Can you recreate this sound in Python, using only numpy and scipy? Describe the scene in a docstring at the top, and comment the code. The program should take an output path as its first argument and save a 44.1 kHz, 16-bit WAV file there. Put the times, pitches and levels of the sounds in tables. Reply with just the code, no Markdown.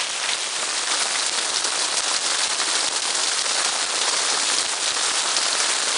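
"""Hail and heavy rain on a parked car

Stones and drops beat on the car, heard by a small microphone at the open side window. One scene, duller
and a little quieter, fades into a second. Single stones are damped rings with a noise rattle, near ticks
are brief damped cosines, and the far wash is noise of varying strength. Snaps of fixed polarity are
mostly followed by a brief dip in the level of everything but the snaps."""
import sys
import numpy as np
from scipy import signal
from scipy.io import wavfile
from scipy.ndimage import uniform_filter1d

SR = 44100
rng = np.random.default_rng(int(sys.argv[2]) if len(sys.argv) > 2 else 0)


def wrap_up_sound(samples):
    """Save the sound to the file named by the first command line argument, as 16-bit audio."""
    columns = np.atleast_2d(samples).T
    # keep every value between -1 and 1, then stretch to whole-number steps
    tamed = np.clip(columns, -1, 1)
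    steps = np.round(tamed * 32767).astype(np.int16)
    wavfile.write(sys.argv[1], SR, steps)


N = 263277  # length [samples]


def gain_of(db):
    """Logarithmic levels: converts decibels to an amplitude ratio."""
    return 10 ** (np.asarray(db) / 20)


def evened(x):
    """Normalisation: scales a signal or spectrum to an rms of 1."""
    return x / np.sqrt(np.mean(abs(x) ** 2) + 1e-20)


def read(points, hz):
    """Interpolation: reads a spectrum along a logarithmic frequency axis."""
    f, value = np.transpose(points)
    return np.interp(np.log(hz + 1), np.log(f + 1), value)


def add(mix, s, sound):
    """Superposition: adds a sound to the mix, starting at second s."""
    part = mix[round(s * SR):][:len(sound)]
    part += sound[:len(part)]


# The loudest stones: (time [s], blow level [dB], ring frequency [Hz], initial rattle level [dB])
LOUD_STONES = [(0.2815, -20, 1490, -31), (0.2892, -17, 2270, -15.5), (0.3153, -17, 3359, -34),
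               (0.334, -7, 3875, -23), (0.6288, -20, 1140, -24), (0.779, -23, 4565, -19),
               (0.9126, -16, 2411, -25), (1.0217, -12.5, 5857, -16.5), (1.1544, -17, 1378, -16.5),
               (1.197, -11, 4134, -30.5), (1.264, -13.5, 8950, -16), (1.385, -25, 3570, -16.5),
               (1.56, -6.5, 4330, -30), (1.5699, -8, 5370, -26), (1.6433, -12, 5300, -15.5),
               (1.7914, -11, 4909, -21), (1.8204, -11, 4220, -22), (1.845, -14, 4500, -21),
               (1.979, -16, 5684, -15.5), (2.0796, -16, 3703, -18), (2.141, -10, 5000, -21),
               (2.1646, -7.5, 4750, -21), (2.2627, -16, 5167, -18), (2.3052, -15, 4651, -23),
               (2.3202, -15, 1110, -27), (2.435, -16, 4220, -14.5), (2.513, -17, 1440, -24),
               (2.6145, -12, 1464, -17), (2.7536, -10, 3962, -17), (2.8068, -11, 4392, -25),
               (2.8643, -9.5, 4565, -28.1), (2.8812, -12, 3617, -18), (2.9618, -21, 4048, -18),
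               (3.0213, -10.5, 4048, -17), (3.1034, -21, 3617, -20), (3.152, -10, 6976, -19),
               (3.2325, -15, 4450, -16), (3.2442, -16, 4392, -23), (3.3151, -17.5, 1378, -20),
               (3.3923, -5, 4600, -24.5), (3.4602, -17.5, 5167, -29), (3.4912, -19, 4160, -16.5),
               (3.646, -23, 4134, -15), (3.6874, -23, 4134, -21.5), (3.8529, -26, 4909, -43),
               (4.0142, -14, 3186, -19), (4.0789, -25, 1130, -20.5), (4.2179, -18, 6976, -22),
               (4.3, -22, 4730, -16), (4.585, -4, 4909, -21), (4.859, -13, 3875, -20),
               (4.8797, -14, 3600, -20), (4.906, -11, 3875, -30), (4.964, -28, 947, -18.5),
               (5.0568, -13, 4100, -24), (5.3056, -12.8, 4306, -26), (5.3666, -5, 5512, -18),
               (5.3882, -11.0, 4220, -33), (5.4155, -24, 4048, -25), (5.5297, -7, 4250, -24),
               (5.5527, -12.2, 1464, -29), (5.602, -9, 5684, -19), (5.6905, -16, 1270, -20),
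               (5.8815, -11, 4560, -18), (5.909, -19, 3900, -26)]
BLOW_RISE_S, RATTLE_T60_S = 0.0003, 0.068  # time for the blow to peak; time for the rattle to fall 60 dB


def stones():
    """Damped resonance: each blow excites a short ring, and a rattle of like colour decays in the cabin."""
    out = np.zeros(N)
    t = np.arange(3000) / SR
    rows = small_stones() + list(LOUD_STONES)
    noises = rng.standard_normal((len(rows), len(t)))
    for (s, blow_db, hz, rattle_db), noise in zip(rows, noises):
        band = signal.butter(1, [hz / 1.58, min(hz * 1.72, SR / 3)], "bandpass", fs=SR)
        rattle = evened(signal.lfilter(*band, noise))
        rattle *= gain_of(rattle_db - 60 * t / RATTLE_T60_S)
        rattle *= 1 - np.exp(-t / 0.00082)  # soft onset
        envelope = t / BLOW_RISE_S * np.exp(1 - t / BLOW_RISE_S)
        blow = envelope * np.cos(2 * np.pi * hz * (t - BLOW_RISE_S))
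        add(out, s, rattle - gain_of(blow_db) * blow)
    return signal.sosfilt(signal.butter(3, 300, "highpass", fs=SR, output="sos"), out)


# mean levels and their standard deviation [dB]
SMALL_BLOW_DB, SMALL_RATTLE_DB, SMALL_SPREAD_DB = -20, -29, 4.5
PANEL_RING_HZ, GLASS_RING_HZ = 1470, 4500  # median pitches
ON_PANEL_SHARE, RING_SPREAD = .3, 0.091  # chance of striking a panel; deviation of log frequency


def small_stones(count=45):
    """Random impact: smaller stones strike panel or glass, as rows like LOUD_STONES."""
    when, place = rng.random((count, 2)).T
    blow, rattle, pitch = rng.standard_normal((count, 3)).T
    hz = np.where(place < ON_PANEL_SHARE, PANEL_RING_HZ, GLASS_RING_HZ)
    hz = hz * np.exp(RING_SPREAD * pitch)
    blow_db = SMALL_BLOW_DB + SMALL_SPREAD_DB * blow
    rattle_db = SMALL_RATTLE_DB + SMALL_SPREAD_DB * rattle
    return list(zip(when * N / SR, blow_db, hz, rattle_db))


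# Snaps: (time [s], crack peak [dB], depth setting of the dip [dB], thud peak below THUD_HZ [dB])
SNAP_EVENTS = [(0.2004, -9.2, 4, -58), (0.8463, -15.2, 4, -61), (1.0337, -8, 1.5, -53),
               (1.1626, -11.9, 1.5, -49), (1.2957, -3, 9, -49.5), (1.3941, -12.3, 3.5, -62),
               (1.5054, -12.5, 3, -49.5), (1.5845, -10, 1.5, -56), (1.6131, -19, 5.5, -53),
               (1.7066, -8.3, 3, -56), (1.8968, -17, 4, -62), (2.0065, -4.5, 11, -45.5),
               (2.1907, -14, 2.5, -53.5), (2.3759, -13, 3.5, -62), (2.4804, -11, 9, -48),
               (2.548, -9.2, 2.5, -53.5), (2.8882, -11.1, 10.5, -48.5), (3.006, -10.7, 7, -59),
               (3.2986, -7.0, 4.5, -58), (3.3929, -9.5, 1.5, -55), (3.4231, -11.0, 7, -56.5),
               (3.703, -16.1, 4, -52), (3.8532, -9.2, 5.5, -53), (4.099, -14.7, 4.5, -56.5),
               (4.6303, -10.6, 6.5, -48.5), (4.6644, -7.0, 8, -47.5), (4.9212, -12, 6.5, -53),
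               (5.1178, -8.1, 5.5, -50.5), (5.3663, -1.5, 0, -56), (5.5387, -14.1, 0, -53)]
THUDS_DB, THUDS_PER_S = -61.5, 32  # random thuds: reference level before scatter; mean rate
THUD_S, THUD_HZ = 0.00031, 100  # half-width at 1/e; top of the bass band
DIP_HOLD_S, DIP_SLOW_S, DIP_SLOW_SHARE = 0.016, 0.017, 0.12  # fast and lingering recovery; lingering share


def snaps():
    """Impulsive pressure: cracks and thuds of one polarity, returned with the level dip after the cracks."""
    cracks, dip_db = np.zeros(N), np.zeros(N)
    t = np.arange(8000) / SR
    thud_gains = gain_of(THUDS_DB + rng.uniform(-8, 6, N))
    thuds = thud_gains * (rng.random(N) < THUDS_PER_S / SR)
    # the level falls within a millisecond, holds, and climbs back
    back = (1 - DIP_SLOW_SHARE) * np.exp(-(t / DIP_HOLD_S) ** 2) + DIP_SLOW_SHARE * np.exp(-t / DIP_SLOW_S)
    dip_shape = (1 - np.exp(-t / 0.00023)) * back
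    for s, crack_db, depth_db, thud_db in SNAP_EVENTS:
        add(cracks, s, gain_of([crack_db]))
        add(thuds, s, gain_of([thud_db]))
        add(dip_db, s, depth_db * dip_shape)
    u = np.arange(-300, 301) / SR
    crack = (1 - 2 * (u / .00008) ** 2) * np.exp(-(u / .00008) ** 2)
    thud = np.exp(-(u / THUD_S) ** 2)
    thud *= SR / (2 * THUD_HZ * thud.sum())  # its part below THUD_HZ peaks at 1
    snap = -signal.oaconvolve(cracks, crack, "same") - signal.oaconvolve(thuds, thud, "same")
    return snap, gain_of(-dip_db)


TICKS_DB, TICKS_PER_S, TICK_SPREAD_DB = 0, 3000, 3  # level; mean rate; scale of the random excess


def ticks(count=24):
    """Modal ringing: near stones each ring a small patch of metal or glass; the cabin adds a short tail."""
    excess_db = TICK_SPREAD_DB * np.minimum(rng.exponential(1, N), 4)
    size = gain_of(excess_db) * (rng.random(N) < TICKS_PER_S / SR)
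    patch = rng.integers(0, count, N)
    t = np.arange(600) / SR
    out = np.zeros(N)
    for k, hz in enumerate(np.linspace(300, 10200, count)):
        ring = -np.cos(2 * np.pi * hz * t) * np.exp(-t / 0.00052)
        ring *= gain_of(-.4 * hz / 1000)  # weaker in the treble
        out += signal.oaconvolve(size * (patch == k), ring)[:N]
    # the tail is fresh noise whose power follows each blow and falls 60 dB in 9.5 ms
    decay = gain_of(-120 * np.arange(4000) / SR / 0.0095)
    tail_power = signal.oaconvolve(size ** 2, decay)[:N]
    tail = evened(np.sqrt(abs(tail_power)) * rng.standard_normal(N))
    return evened(evened(out) + gain_of(2.0) * tail)


WASH_DB = -2  # level beside the ticks


def wash():
    """Incoherent sum: far stones and drops merge into noise with drifting patches and fading strength steps."""
    frames = N // 64 + 5
    a, b, patches = rng.standard_normal((frames, 129, 3)).T
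    patches = uniform_filter1d(patches, size=8, axis=0)  # across frequency
    patches = evened(uniform_filter1d(patches, size=20, axis=1))  # along time
    volleys = rng.uniform(-1.17, 1, frames) ** 3
    flicker = signal.lfilter([1], [1, -.88], volleys)  # each step sets in sharply and fades
    strength_db = 2.2 * patches + 2.93 * evened(flicker - flicker.mean())
    z = (a + 1j * b) * gain_of(strength_db)
    return evened(signal.istft(z, nperseg=256, noverlap=192)[1][:N])


# Strength of the downpour: (time [s], relative level [dB], panel drumming against the hiss [dB])
STORM_STRENGTH = [(0.0, -23, -1), (0.08, -27, -4.5), (0.29, -25, 0.7), (0.38, -26, -3.5), (0.88, -24.5, -1),
                  (0.93, -20, -1.5), (1.0, -23, -0.5), (1.26, -23, -2.5), (1.45, -23.5, -1.5),
                  (1.83, -23, -2), (1.92, -24, -0.5), (2.14, -22.5, -1.5), (2.21, -25.5, -3.5),
                  (2.3, -22, -0.5), (2.86, -22.5, -2), (2.94, -25, -1.5), (3.25, -22.5, -2.5),
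                  (3.87, -23, -0.5), (4.3, -22, -1.5), (4.6, -20, -3.5), (4.79, -26, 0), (4.85, -22.5, -2),
                  (5.72, -22, -0.5), (5.82, -23.5, -1.5), (5.97, -21.5, -0.5)]
# Spectral shape of the downpour in each scene: (frequency [Hz], relative density [dB per Hz])
FIRST_COLOUR = [(20, -51), (90, -31), (140, -25), (266, -17.5), (524, -8), (981, -4), (1800, -5),
                (3260, -3), (5220, -8), (10300, -10)]
SECOND_COLOUR = [(20, -53.5), (95, -48.5), (140, -21), (246, -15.5), (300, -9), (600, -3.5), (1310, 0),
                 (2200, -4.5), (2800, -4.5), (4020, -.5), (5950, -3), (10300, -4.5)]
# Fade from the first scene to the second: (start [s], end [s])
SCENE_FADE = (0.067, 0.75)
PANEL_HZ, PANEL_OCTAVES = 1170, 1.35  # centre of the drumming; half-width at 1/e


def coloured(x):
    """Spectral filtering: shapes the downpour by scene colour, panel drumming and changing strength."""
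    hz, t, z = signal.stft(x, SR, nperseg=1024, noverlap=768)
    s, level_db, drum_db = np.transpose(STORM_STRENGTH)
    first = evened(gain_of(read(FIRST_COLOUR, hz))[:, None])
    second = evened(gain_of(read(SECOND_COLOUR, hz))[:, None])
    share = np.interp(t, SCENE_FADE, [0, 1])
    colour = np.sqrt((1 - share) * first ** 2 + share * second ** 2)  # fade in power
    panel = np.exp(-(np.log2((hz + 1) / PANEL_HZ) / PANEL_OCTAVES) ** 2)[:, None]
    drumming = gain_of(panel * np.interp(t, s, drum_db))
    y = signal.istft(z * colour * drumming, SR, nperseg=1024, noverlap=768)[1]
    return y[:N] * gain_of(np.interp(np.arange(N) / SR, s, level_db))


def scene():
    """Superposition: downpour and stones share the dips, and the snaps are added undipped."""
    downpour = coloured(gain_of(WASH_DB) * wash() + gain_of(TICKS_DB) * ticks())
    snap, dip = snaps()
    return ((downpour + stones()) * dip + snap)[None]


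EDGE_HZ = 10150  # upper band limit


def record(dry):
    """Saturation and band limiting: the input stage rounds off peaks, then cuts the bass and the top treble."""
    rounded = np.tanh(dry)
    bass_cut = signal.sosfilt(signal.butter(1, 25, "highpass", fs=SR, output="sos"), rounded)
    lowpass = signal.firwin(511, EDGE_HZ, window=("kaiser", 9), fs=SR)[None]
    return signal.oaconvolve(bass_cut, lowpass, "same")


dry = scene()
out = record(dry)
wrap_up_sound(out)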